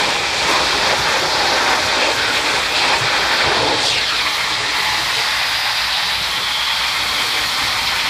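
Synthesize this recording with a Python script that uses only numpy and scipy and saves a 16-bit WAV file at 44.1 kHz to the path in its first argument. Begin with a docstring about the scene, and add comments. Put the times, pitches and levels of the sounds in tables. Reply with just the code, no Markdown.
"""A fan jet from a pressure washer first digs into the corner at a steel wall: the impact roars and hisses,
the wall throws the hiss back a moment later, spray and mist sizzle on top, and a pump hums underneath.
Pitched bands of noise briefly swell within the jet, puffs of mist burst and gusts thud on the microphone.
Then it sweeps out on the open tiles: the roar sinks, the wall's echo comes later and the mist grows stronger.
The jet is flickering coloured noise with a sliding echo, in a hard room; both channels are the same."""
import sys
import numpy as np
from scipy import signal
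from scipy.fft import rfft, irfft, next_fast_len
from scipy.io import wavfile
from scipy.ndimage import map_coordinates

SR = 44100
rng = np.random.default_rng(int(sys.argv[2]) if len(sys.argv) > 2 else 0)


def wav_record(signal):
    """Record a signal, one row per channel, as 16-bit PCM in the file named by sys.argv[1]."""
    frames = np.transpose(np.atleast_2d(signal))
    bounded = np.clip(frames, -1, 1)
    # unit amplitude maps onto the largest positive 16-bit level
    quanta = np.round(bounded * 32767).astype(np.int16)
    wavfile.write(sys.argv[1], SR, quanta)


N = 356769

SIZE = next_fast_len(N + SR)     # transform length, with a second or more to spare
HZ = np.maximum(np.arange(SIZE // 2 + 1) * SR / SIZE, 1)


def from_db(db):
    """Decibels to gain."""
    return 10 ** (np.asarray(db) / 20)


def rms_one(x):
    """Scale to rms 1."""
    return x / np.sqrt(np.mean(x ** 2) + 1e-20)


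def in_time(rows):
    """Table columns as sample-by-sample curves."""
    s, *columns = np.transpose(rows)
    return [np.interp(np.arange(N) / SR, s, column) for column in columns]


def response(points):
    """A table of Hz and dB as gains on the frequency grid."""
    hz, db = np.transpose(points)
    return from_db(np.interp(np.log(HZ), np.log(hz), db))


def filtered(x, gains):
    """Apply gains on the frequency grid."""
    return irfft(rfft(x, SIZE) * gains, SIZE)[..., :N]


def drift(rate):
    """Slow random curve of rms about 1: coarse noise through a double one-pole low-pass at rate Hz."""
    step = 40                                # samples between the coarse points
    r = np.exp(-2 * np.pi * rate * step / SR)
    coarse = rng.standard_normal(N // step + 2002)
    slow = signal.lfilter([1], [1, -2 * r, r * r], coarse)[2000:]     # skip the filter's start
    return np.interp(np.arange(N) / step, np.arange(len(slow)), rms_one(slow))


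def turbulence(spectrum, shared_db, patchy_db, rate):
    """Broken water as coloured noise, in overlapping bands that flicker partly together, partly alone; rms 1."""
    hz = np.array(spectrum)[:, 0]
    inside = (HZ > hz[0]) & (HZ < hz[-1])
    noise = rfft(rng.standard_normal(SIZE)) * response(spectrum) * inside
    out, together = 0, shared_db * drift(rate)
    # band centres in octaves, half an octave apart
    for centre in np.arange(np.floor(np.log2(hz[0])), np.ceil(np.log2(hz[-1])) + .1, .5):
        band = np.clip(1 - 2 * np.abs(np.log2(HZ) - centre), 0, 1)      # triangles that sum to 1
        flicker_db = together + patchy_db * drift(rate)
        out = out + irfft(noise * band, SIZE)[:N] * from_db(flicker_db)
    return rms_one(out)


def water_sheet(roar_db, puff_db):
    """Low rumble of the water sheet, which follows part of the roar's swing and is stirred by each puff."""
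    # Colour of the sheet. Each row: frequency in Hz, relative level in dB.
    sheet_colour = [(18, -32), (35, -7), (55, -5), (110, -1), (160, -4), (230, -7), (400, -20)]
    base_db, roar_share, puff_share = -41, 0.31, .4
    swing_db = roar_db - roar_db.mean()
    level_db = base_db + roar_share * swing_db + puff_share * puff_db
    return from_db(level_db) * turbulence(sheet_colour, shared_db=2.0, patchy_db=1.5, rate=5.1)


def impact_roar(roar_db, dip_db):
    """Low-mid roar of the jet's impact, swelling where it digs into the corner."""
    # Colour of the roar. Each row: frequency in Hz, relative level in dB.
    roar_colour = [(150, -24), (230, -11.5), (300, -5), (450, 0), (700, -4), (900, 1), (1300, -16),
                   (2000, -21)]
    level_db = roar_db + 0.93 * dip_db       # takes nearly all of each falter
    return from_db(level_db) * turbulence(roar_colour, shared_db=1.27, patchy_db=1.2, rate=15)


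def impact_splash(splash_db, dip_db):
    """Mid-range splash that carries the force of the impact."""
    # Colour of the splash. Each row: frequency in Hz, relative level in dB.
    splash_colour = [(200, -13), (400, -23), (600, -4.5), (800, -1.5), (1500, 2), (2400, 3), (3000, -6),
                     (3800, -4.5)]
    return from_db(splash_db + dip_db) * turbulence(splash_colour, shared_db=1.05, patchy_db=1.08, rate=21)


def impact_hiss(hiss_db, dip_db):
    """Hiss of the impact, a band of upper-mid noise."""
    # Colour of the hiss. Each row: frequency in Hz, relative level in dB.
    hiss_colour = [(2000, -43), (2600, -1.5), (3200, 1), (4300, 2.5), (5000, -1.5), (6000, -15),
                   (7500, -51)]
    return from_db(hiss_db + dip_db) * turbulence(hiss_colour, shared_db=0.59, patchy_db=0.88, rate=14)


def flying_spray(spray_db, puff_db):
    """Sizzle of the spray in the treble, lifted a little by each puff."""
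    # Colour of the spray. Each row: frequency in Hz, relative level in dB.
    spray_colour = [(4500, -10), (5500, 6), (6200, 2), (7500, 1.5), (9000, -4), (11000, -15)]
    level_db = spray_db + 0.32 * puff_db
    return from_db(level_db) * turbulence(spray_colour, shared_db=0.57, patchy_db=0.85, rate=27)


def fine_mist(mist_db, puff_db):
    """Airy top treble of the mist, which takes each puff in full."""
    # Colour of the mist. Each row: frequency in Hz, relative level in dB.
    mist_colour = [(8000, -11), (9800, -4.5), (12000, -5.5), (14000, -10), (15500, -9)]
    return from_db(mist_db + puff_db) * turbulence(mist_colour, shared_db=0.6, patchy_db=0.7, rate=13)


def off_the_wall(x):
    """Direct sound plus a late copy: a comb that slides as the jet leaves the wall."""
    # The wall's echo of the impact. Each row: time in seconds, extra path in ms, strength in dB.
    wall = [(0, 0.15, -21), (.8, 0.18, -16), (1.3, 0.17, -10.5), (1.8, 0.18, -10.5), (2.05, 0.15, -23),
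            (2.8, 0.11, -22), (3.3, 0.15, -12), (3.7, 0.057, -35), (3.83, 0.13, -17), (3.96, 0.38, -8),
            (4.03, 0.53, -8), (4.26, 0.96, -11), (4.75, 1.01, -9.5), (6.05, 1.07, -14), (6.3, 1, -14),
            (7, 0.9, -10.5), (8.09, 0.95, -12)]
    wall_cut_hz, sharp_path_ms = 2600, 0.61
    path_ms, echo_db = in_time(wall)
    late = map_coordinates(x, [np.arange(N) - path_ms * SR / 1000], order=3, mode="nearest")
    dull = filtered(late, 1 / np.sqrt(1 + (HZ / wall_cut_hz) ** 4))
    sharp = np.exp(-(path_ms / sharp_path_ms) ** 2)      # away from the wall the wide fan blurs the echo's treble
    echo = from_db(echo_db)
    return (x + echo * (sharp * late + (1 - sharp) * dull)) / np.sqrt(1 + echo ** 2)


def room(x):
    """Short diffuse tails that take turns as the jet moves about; the standing waves lift their pitches."""
    # Standing waves of the room. Each row: frequency in Hz, width in Hz, lift in dB.
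    room_modes = [(120, 33, 3), (150.6, 24, 4), (302.4, 16, 5.5), (420, 27, 2), (523, 22, 4.5),
                  (620, 17, 4), (832, 31, 3.5), (870, 17, 3), (939, 54, 1), (1043, 60, 1.5), (1400, 70, 1),
                  (1770, 22, 1), (2460, 42, 3)]
    t60_s, tail_db, damp_hz = 0.22, -8, 2800
    t = np.arange(SR // 2) / SR
    tails = rng.standard_normal((4, len(t))) * from_db(-60 * t / t60_s) * (t > .003)
    tails = tails / np.sqrt(np.sum(tails ** 2, axis=1, keepdims=True))
    turns = np.array([drift(0.66) for tail in tails])
    turns = turns / np.sqrt(np.sum(turns ** 2, axis=0))
    damp = from_db(tail_db) / np.sqrt(1 + (HZ / damp_hz) ** 2)      # damp air takes the treble off the tails
    heard = x + np.sum(filtered(x * turns, rfft(tails, SIZE) * damp), axis=0)
    lift_db = sum(db / (1 + (2 * (HZ - hz) / width) ** 2) for hz, width, db in room_modes)
    return filtered(heard, from_db(lift_db))


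def pump():
    """Motor hum: slightly wavering partials, each roughened by noise close around it."""
    # Partials of the pump motor. Each row: frequency in Hz, rms level of the sine in dB.
    hum = [(59.2, -46), (118.4, -57.5), (177.6, -54.5)]
    skirt_db, skirt_hz = -1.5, 12.5          # noise level relative to its sine, half-width of the noise
    wavering_s, out = np.cumsum(1 + 0.0067 * drift(5.7)) / SR, 0
    for hz, db in hum:
        skirt = rms_one(filtered(rng.standard_normal(N), np.exp(-((HZ - hz) / skirt_hz) ** 2)))
        sine = np.sqrt(2) * np.sin(2 * np.pi * hz * wavering_s)
        out = out + from_db(db) * (sine + from_db(skirt_db) * skirt)
    return out


def pitched_swells():
    """Bands of noise that briefly swell and fade at a set pitch within the jet's noise."""
    # Pitched swells. Each row: middle in seconds, length in seconds, pitch in Hz, level in dB.
    swells = [(.25, 0.92, 2390, -27.5), (0.557, 0.13, 1110, -21), (1.65, 0.23, 1640, -27),
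              (2.046, 0.24, 2620, -25), (2.25, .25, 1510, -22.5), (2.84, 0.36, 2570, -25.5),
              (2.88, 0.18, 876, -20.5), (3.3, 0.97, 1490, -30), (3.95, 0.14, 2800, -24),
              (4.824, 0.24, 2050, -26.5), (4.847, 0.44, 990, -31.5), (5.402, 0.8, 1990, -30),
              (5.4, 0.75, 1490, -31.5), (5.6, .97, 4900, -31), (6.102, 0.32, 3940, -28),
              (6.62, 0.67, 3280, -25), (7.3, 0.38, 3250, -28)]
    t, out, noise = np.arange(N) / SR, 0, rfft(rng.standard_normal(SIZE))
    for s, length, hz, db in swells:
        width_hz = 84 + .05 * hz             # a base plus a share of the pitch
        band = irfft(noise * np.exp(-((HZ - hz) / width_hz) ** 2), SIZE)[:N]
        envelope = np.exp(-(2 * (t - s) / length) ** 2)
        out = out + from_db(db) * envelope * rms_one(band)
    return out


def crossings():
    """The jet crosses a pipe or a tile edge: mist puffs up and the impact mostly falters, as brief dB bumps."""
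    # Crossings. Each row: time in seconds, puff of mist in dB, change of the impact in dB.
    crossed = [(0.51, 7, 1), (1.0, 4, -2.5), (1.2, 3, -0.5), (1.29, 0, -1.5), (1.76, 1, -0.5),
               (1.85, 5, 0.5), (2.15, 5, -3), (2.36, 4, 1.5), (2.43, 0, -2.5), (2.6, .5, -1),
               (2.72, 1, -2.5), (2.77, 2, 1.5), (2.99, 5, -5), (3.86, 3, -0.5), (5.2, 2, 2)]
    puff_s, dip_s = 0.032, 0.028
    t = np.arange(N) / SR
    puff_db = sum(puff * np.exp(-((t - s) / puff_s) ** 2) for s, puff, dip in crossed)
    dip_db = sum(dip * np.exp(-((t - s) / dip_s) ** 2) for s, puff, dip in crossed)
    return puff_db, dip_db


def thumps():
    """Gusts of spray thud on the microphone, each a short lump of low noise."""
    # Thuds. Each row: start in seconds, nominal peak in dB.
    gusts = [(1.0, -16), (1.831, -19), (2.179, -22), (3.014, -15.5), (3.449, -16), (4.519, -30),
             (7.929, -26)]
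    crest_db = 12                            # assumed peak of a noise lump over its rms
    t, envelope = np.arange(N) / SR, np.zeros(N)
    for s, peak_db in gusts:
        # fullest 20 ms after the start
        envelope += from_db(peak_db - crest_db) * np.exp(-((t - s - .02) / 0.032) ** 2)
    low_colour = response([(35, -40), (55, -5), (140, 3), (300, -32), (600, -60)])
    return envelope * rms_one(filtered(rng.standard_normal(N), low_colour))


def scene():
    """Impact and spray pass the wall and the room; hum and thuds join at the microphone."""
    # The jet's impact. Each row: time in seconds, splash level in dB, roar level in dB.
    jet = [(0, -17, -23), (.22, -21.5, -26.5), (.45, -20.5, -22.5), (.55, -16, -20), (.65, -19, -23),
           (.9, -16.5, -21.5), (1.08, -16, -24.5), (1.35, -17, -22.5), (1.73, -15, -21.5), (1.85, -18, -26),
           (2.05, -17, -22), (2.3, -20, -26), (2.55, -17, -25), (2.65, -20, -31.5), (2.85, -18, -23.5),
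           (3.1, -17, -24.5), (3.36, -17.5, -25.5), (3.46, -15.5, -20.5), (3.63, -21.5, -18),
           (3.9, -20.5, -26.5), (4.05, -20.5, -33), (4.45, -20, -35.5), (4.64, -22, -29),
           (4.82, -19.5, -36.5), (5.15, -20.5, -33.5), (5.3, -19, -38), (5.8, -20, -44.5), (6.4, -22, -36),
           (6.7, -20.5, -45.5), (7.07, -21, -33.5), (8.09, -19.5, -36)]
    # The treble. Each row: time in seconds, hiss level in dB, spray level in dB, mist level in dB.
    treble = [(0, -20.5, -30.5, -45), (.2, -24.5, -33, -48), (.47, -21, -29.5, -46),
              (1.1, -21.5, -31.5, -43), (1.7, -22, -30, -43), (1.95, -21.5, -31.5, -47),
              (2.3, -21.5, -32.5, -44), (2.55, -22.5, -30, -45), (2.68, -22.5, -32.5, -42),
              (2.86, -18.5, -30.5, -47), (3.1, -21.5, -34, -46), (3.36, -19.5, -33.5, -40.5),
              (3.45, -20, -33.5, -49), (3.77, -22, -33, -49), (3.86, -17, -26, -46), (4, -19.5, -34, -47.5),
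              (4.37, -23.5, -32.5, -38.5), (4.62, -23.5, -33, -50), (4.8, -22.5, -32.5, -37.5),
              (5.2, -21, -31.5, -40.5), (5.4, -22.5, -34, -38.5), (6.1, -21, -35.5, -40),
              (6.35, -23.5, -34, -40), (6.65, -22, -35, -41.5), (7.3, -22, -32, -37),
              (8.09, -22, -33, -39.5)]
    splash_db, roar_db = in_time(jet)
    hiss_db, spray_db, mist_db = in_time(treble)
    puff_db, dip_db = crossings()
    rumble = water_sheet(roar_db, puff_db)
    roar = impact_roar(roar_db, dip_db)
    splash = impact_splash(splash_db, dip_db)
    hiss = impact_hiss(hiss_db, dip_db)
    spray = flying_spray(spray_db, puff_db)
    mist = fine_mist(mist_db, puff_db)
    impact = rumble + roar + off_the_wall(splash + hiss + spray) + pitched_swells()
    heard = room(impact + mist) + pump() + thumps()
    return np.array([heard, heard])


def record(dry):
    """Fixed tone colour, softly rounded peaks, the top cut off."""
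    # Fixed tone colour: less bass, a shallow dip below 3 kHz, then a sudden step up.
    # Each row: frequency in Hz, gain in dB.
    tone_colour = [(20, -10), (45, -0.5), (2450, -1), (2600, -0.5), (2800, -2.5), (3040, -3), (3100, 1)]
    cutoff_hz = 15180
    soft = 1.444 * np.tanh(filtered(dry, response(tone_colour)) / 1.561)
    # order 16, ripple .5 dB, stop band 100 dB down
    top_cut = signal.ellip(16, .5, 100, cutoff_hz, fs=SR, output="sos")
    return signal.sosfilt(top_cut, soft)


dry = scene()
out = record(dry)
wav_record(out)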